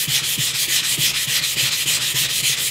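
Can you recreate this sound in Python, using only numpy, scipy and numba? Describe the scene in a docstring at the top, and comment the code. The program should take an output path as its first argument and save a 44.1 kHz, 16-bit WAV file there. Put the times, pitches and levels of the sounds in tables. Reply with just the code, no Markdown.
"""In a small room, a sanding pad scrubs to and fro along a rusty steel blade on a wooden board, heard up close.
Dense grit clicks make the blade ring; the place of the pad decides which resonances are loud.
The board rumbles along and thuds, mostly at the turns: short pushes and noise ring its modes.
A faint echo (fading noise) follows the scrub, and low, steady noise lies underneath."""
import sys
import numpy as np
from scipy import signal
from scipy.fft import rfft, irfft
from scipy.io import wavfile
from scipy.ndimage import uniform_filter1d
from numba import njit

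SR = 44100
rng = np.random.default_rng(int(sys.argv[2]) if len(sys.argv) > 2 else 0)


def store_wav(level_fs):
    """Save 16-bit WAV to argv[1]."""
    pcm = np.round(np.clip(np.atleast_2d(level_fs), -1, 1) * 32767)
    wavfile.write(sys.argv[1], SR, pcm.T.astype(np.int16))


N = 119070  # length in samples

# Strokes of the pad, in turn back to the heel and out to the tip of the blade. Columns:
# [start t/s, level/dB, treble/dB, presence/dB, rise from early to late/dB, surge midway/dB, board shake/dB]
STROKES = [(-.07, -22, 3.5, 2, 2, 0.5, 1.5), (.071, -19, -0.5, 3, 0, 2.5, 4),
           (.219, -21.5, 3.5, 0.5, 4, -0.5, 4), (0.371, -22, 3, 4.5, -4, 1, 3.5),
           (0.528, -22, 4.5, 2, 5.5, 0, 1), (.672, -20, 2.5, 4.5, -1.5, 2, 6),
           (0.822, -20.5, 4, 0.5, 4, 0, 3), (.969, -20.5, 3, 3, -1.5, 2.5, 3.5),
           (1.129, -20.5, 1, 0.5, 1.5, 1, -2), (1.268, -19, -0.5, 2.5, 0, 0.5, 3.5),
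           (1.411, -21, 3.5, 1, 0.5, -0.5, 3.5), (1.558, -18.5, -1, 2.5, -4.5, 0.5, 5),
           (1.703, -20.5, 1.5, 1.5, 4, -1.5, 2.5), (1.853, -19, 1, 2.5, -4.5, 0, 4),
           (1.994, -21, 2, 2.5, 3, -1, 4.5), (2.138, -19, 1, 2.5, -5.5, 1, 4.5),
           (2.279, -21.5, 3, 1.5, 4.5, -0.5, 4.5), (2.421, -20, 3, 2, -4, 1, 2),
           (2.561, -22.5, 6.5, 0, 3.5, 0, 5.5)]
# Resonances of blade and pad, gains relative to each other. Columns:
# [f/Hz, width/Hz, level with the pad at the heel/dB, level midway/dB, level at the tip/dB]
BLADE = [(972, 510, -17, -24.5, -11), (1487, 390, -25.5, -23, -6.5), (1924, 254, -8.5, -7.5, -2.5),
         (2467, 397, -3.5, -5, 2), (3119, 430, 0.5, 0, 2.5), (3457, 450, -4, -2, 3.5),
         (4058, 546, -3.5, -1, 3.5), (4885, 450, -6.5, -7.5, -1), (5485, 1700, -8.5, -5.5, 1),
         (6895, 1030, -4.5, -6.5, -3.5), (7690, 1520, -5.5, -4, 0), (9670, 3250, -6, -4.5, -6),
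         (11180, 2200, -7, -5.5, -4.5), (13520, 8400, -6, -3.5, -7.5)]
# Thuds of the board, before the levels of its modes. A delay below zero counts as none. Columns:
# [t/s, low modes level/dB, upper modes level/dB, centre of the upper modes that ring f/Hz, low modes delay/ms]
THUDS = [(0.072, -19.5, -18.5, 264, 7.5), (.216, -32, -32, 300, 0.5), (0.374, -18, -16, 259, 11.5),
         (.432, -40, -27, 320, 3), (0.524, -32.5, -33, 310, 8.5), (0.678, -30, -21.5, 340, 2),
         (0.815, -35, -32, 300, 0), (0.974, -19, -15.5, 330, 10), (1.028, -38, -28, 330, 1),
         (1.055, -34, -42, 250, -1.5), (1.122, -33, -39.5, 250, 0), (1.266, -25.5, -31, 250, 5),
         (1.41, -31, -28, 300, 1.5), (1.563, -27.5, -21.5, 365, 1), (1.628, -30, -28, 350, -5),
         (1.701, -33.5, -51, 330, 1.5), (1.854, -28, -21, 367, 2.5), (2.14, -24, -20.5, 386, -0.5),
         (2.209, -29, -28, 310, 0), (2.423, -28, -28.5, 350, 1), (2.493, -29.5, -25, 445, 0.5)]
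# Ringing modes of board and table. Columns: [f/Hz, level/dB, time to fade by 60 dB t/s]
BOARD = [(72, -10.5, 0.18), (129.2, -1, 0.23), (144, 1.5, 0.14), (190, -2.5, 0.066), (282, -8, 0.12),
         (341.8, -7, 0.1), (452, -4, 0.076), (519, -8.5, 0.096), (554, -16, 0.14)]
# Colour of the room noise, only the shape counts. Columns: [f/Hz, level per Hz/dB]
ROOM_NOISE = [(18, -11), (40, 1.5), (58, -13), (75, -3.5), (95, 3), (200, -10), (450, -3.5), (700, -27.5),
              (1300, 0.5)]

# Hand: share of full speed where the grit bites well (about 3/4), when (leaving, reaching) each end
BITE_HEEL, BITE_TIP = (0.29, 0.45), (0.5, 0.6)
CREEP = 0.11  # share of full speed left at the turns: the pad never quite stops
RETURN_TREBLE_SWELL_DB, PUSH_TREBLE_SWELL_DB = 1.5, 2.5  # treble grows through a stroke
PRESENCE_SURGE = 1  # presence is zero at the turns and peaks midway through a stroke
# Grit: clicks per second at full bite, and how much click sizes vary
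GRIT_PER_S, GRIT_SPREAD_DB, GRIT_MAX_DB = 10000, 2, 6.5
OWN_GRIT_DB = 0  # each resonance's own grit, next to the shared grit
# Blade: loudness follows the bite more steeply, and a little later, in the treble
SPEED_POWER_LOW, SPEED_POWER_HIGH, TREBLE_LAG_S = 0.9, 1.3, 0.0038
FLICKER_DB, SHARED_FLICKER_DB = 1.67, 0.6  # random level: each resonance alone, all together
DRIFT = 0.015  # random wander of each resonance, as a share of its frequency
PRESENCE_HZ, PRESENCE_OCTAVES = 6050, 0.28  # boosted band with the pad midway
PRESENCE_FALL_OCTAVES = 0.4  # the band falls this far from heel to tip
# Board: the table under it takes up a blow slowly
PUSH_S, THUD_DB, UPPER_OCTAVES = 0.002, -2, 0.4
SWELL_HZ, SWELL_T60_S, SWELL_DB = 135.7, 0.033, -1
RUMBLE_DB, RUMBLE_FLICKER_DB = -40.5, 2.5
# Room and top limit
ROOM_T60_S, ROOM_DB, ROOM_NOISE_DB, TOP_HZ = 0.5, -13.5, -48, 15680


def hand():
    """The pad swings like a cosine between the blade's ends; speed sets bite, each stroke sets tone and level."""
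    t, rows = np.arange(N) / SR, np.array(STROKES)
    turns = np.append(rows[:, 0], 2.705)  # the last turn, in s
    run = np.interp(t, turns, np.arange(len(turns)))  # strokes done so far
    stroke = np.minimum(run.astype(int), len(rows) - 1)
    outward = stroke % 2
    place = 0.5 + 0.5 * np.cos(np.pi * run)  # 0 heel, 1 tip
    speed = np.hypot(np.sin(np.pi * run), CREEP)

    heel = np.array(BITE_HEEL)[1 - outward]
    tip = np.array(BITE_TIP)[outward]
    bite = np.tanh(speed / (heel + (tip - heel) * place))
    bite = uniform_filter1d(bite, size=150)

    smooth = uniform_filter1d(rows[stroke].T, size=600, axis=1)  # no jumps between strokes
    _, level_db, treble_db, presence_db, rise_db, surge_db, shake_db = smooth
    midway = -np.cos(2 * np.pi * run)  # -1 at the turns, 1 midway
    level_db = level_db - rise_db * np.cos(np.pi * (run - stroke)) * speed + surge_db * midway
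    treble_swell_db = np.where(outward, PUSH_TREBLE_SWELL_DB, -RETURN_TREBLE_SWELL_DB)
    treble_db = treble_db + np.cos(np.pi * run) * speed * treble_swell_db
    presence_db = presence_db * (1 + PRESENCE_SURGE * midway)
    return place, bite, level_db, treble_db, presence_db, shake_db


def grit(bite):
    """Random clicks of either sign, denser as the paper bites; most are small, a few larger."""
    hit = rng.random(N) < GRIT_PER_S / SR * bite
    size_db = np.minimum(GRIT_SPREAD_DB * rng.exponential(size=N), GRIT_MAX_DB)
    sign = np.sign(rng.standard_normal(N))
    clicks = hit * sign * undb(size_db) / np.sqrt(bite)  # the root evens out the average power
    return level(clicks, 0)


def scrub(place, bite, stroke_db, treble_db, presence_db):
    """Shared grit rings all resonances together, equally fine grit each alone; the pad's place sets their gains."""
    out, shared_flicker, shared_grit = 0, walk(70), grit(bite)
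    for k, (hz, width, *place_db) in enumerate(BLADE):
        high = np.clip(np.log2(hz / 3000) / 2, 0, 1)  # 0 up to 3 kHz, 1 from 12 kHz
        drive = shared_grit + undb(OWN_GRIT_DB) * grit(bite)
        centre = np.minimum(hz * (1 + DRIFT * walk(12)), SR / 2.3)
        ring = drive
        for _ in range(2):  # two wider filters in a row give about the listed width
            ring = svf(ring, centre, 1.5 * width, 1. * SR)
        ring = level(ring, 0)

        gain_db = np.interp(place, [0, .5, 1], place_db) + high * treble_db
        gain_db = gain_db + FLICKER_DB * walk(27.79) + SHARED_FLICKER_DB * shared_flicker
        octaves_off = np.log2(hz / PRESENCE_HZ) + PRESENCE_FALL_OCTAVES * (place - .5)
        gain_db = gain_db + presence_db * np.exp(-(octaves_off / PRESENCE_OCTAVES) ** 2)

        late_bite = np.interp(np.arange(N) - high * TREBLE_LAG_S * SR, np.arange(N), bite)
        power = SPEED_POWER_LOW + (SPEED_POWER_HIGH - SPEED_POWER_LOW) * high
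        out = out + (-1) ** k * ring * undb(gain_db) * late_bite ** power
    return level(out, 0) * undb(stroke_db)


def thuds():
    """Soft pushes ring the modes; those up to 170 Hz get a slow swell, the upper ones a direct blow."""
    s, low_db, upper_db, upper_hz, delay_ms = np.array(THUDS).T
    low = np.zeros(N)
    low[((s + np.maximum(delay_ms, 0) / 1000) * SR).astype(int)] = undb(low_db)
    swell_scale = 2 * np.log(1000) / (SWELL_T60_S * SR)
    low = mode(low, SWELL_HZ, SWELL_T60_S) * swell_scale * undb(SWELL_DB)

    out = 0
    for k, (hz, db, t60) in enumerate(BOARD):
        octaves_off = np.log2(hz / upper_hz)
        blow_db = upper_db - 6 * (octaves_off / UPPER_OCTAVES) ** 2
        blows = np.zeros(N)
        blows[(s * SR).astype(int)] = (-1) ** k * undb(blow_db)
        out = out + undb(db + THUD_DB) * mode(blows if hz > 170 else low, hz, t60)

    push = np.hanning(int(PUSH_S * SR) + 2)  # rounds off each blow
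    return signal.fftconvolve(out, push / push.sum())[:N]


def rumble(shake_db):
    """The shake of the strokes, flickering noise, rings all modes of the board."""
    shake = rng.standard_normal(N) * undb(RUMBLE_FLICKER_DB * walk(16) + shake_db)
    ringing = sum(undb(db) * mode(shake, hz, t60) for hz, db, t60 in BOARD)
    return level(ringing, RUMBLE_DB)


def room_echo(dry):
    """Echoes blur into fading noise, duller than white, that starts 4 ms after the sound."""
    t = np.arange(SR // 2) / SR
    tail = rng.standard_normal(len(t)) * undb(-60 * t / ROOM_T60_S) * (t > .004)
    tail = signal.lfilter([1], [1, -.5], tail)
    wet = signal.fftconvolve(dry, tail / np.sqrt(np.sum(tail ** 2)))[:N]
    return undb(ROOM_DB) * wet


def room_tone():
    """Low, steady noise of the room: white noise shaped by frequency."""
    hz, table = np.maximum(np.fft.rfftfreq(N, 1 / SR), 1), np.array(ROOM_NOISE)
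    shape_db = np.interp(np.log(hz), np.log(table[:, 0]), table[:, 1], left=-60, right=-60)
    return level(irfft(rfft(rng.standard_normal(N)) * undb(shape_db), N), ROOM_NOISE_DB)


def undb(db):
    """Turn decibels into a factor."""
    return 10 ** (np.asarray(db) / 20)


def level(x, db):
    """Scale a sound to an average (RMS) level in dB."""
    return x * undb(db) / np.sqrt(np.mean(x ** 2))


@njit
def svf(x, hz, width, sr):
    """State-variable band-pass with a moving centre, gain 1."""
    y, band, low = np.empty(len(x)), 0., 0.
    for i in range(len(x)):
        g, k = np.tan(np.pi * hz[i] / sr), width / hz[i]
        v = (band + g * (x[i] - low)) / (1 + g * (g + k))
        band, low, y[i] = 2 * v - band, low + 2 * g * v, k * v
    return y


def walk(rate):
    """Random levels held 1 / rate s, then smoothed twice; spread near 1."""
    hold = int(SR / rate)
    steps = np.repeat(rng.standard_normal(N // hold + 1), hold)
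    return 1.3 * uniform_filter1d(uniform_filter1d(steps, hold), hold)[:N]


def mode(x, hz, t60):
    """One ringing mode, fading 60 dB in t60 s; a unit impulse gives a ring of height 1."""
    r, w = np.exp(-np.log(1000) / (t60 * SR)), 2 * np.pi * hz / SR
    return signal.lfilter([.5, 0, -.5], [1, -2 * r * np.cos(w), r * r], x)


def scene():
    """Add scrub, its echo, board and room noise."""
    *controls, shake_db = hand()
    scrubbing = scrub(*controls)
    board = thuds() + rumble(shake_db)
    return (scrubbing + room_echo(scrubbing) + board + room_tone())[None]


def record(dry):
    """A steep low-pass filter cuts the top of the treble."""
    return signal.sosfilt(signal.ellip(16, .3, 75, TOP_HZ, fs=SR, output="sos"), dry)


dry = scene()
out = record(dry)
store_wav(out)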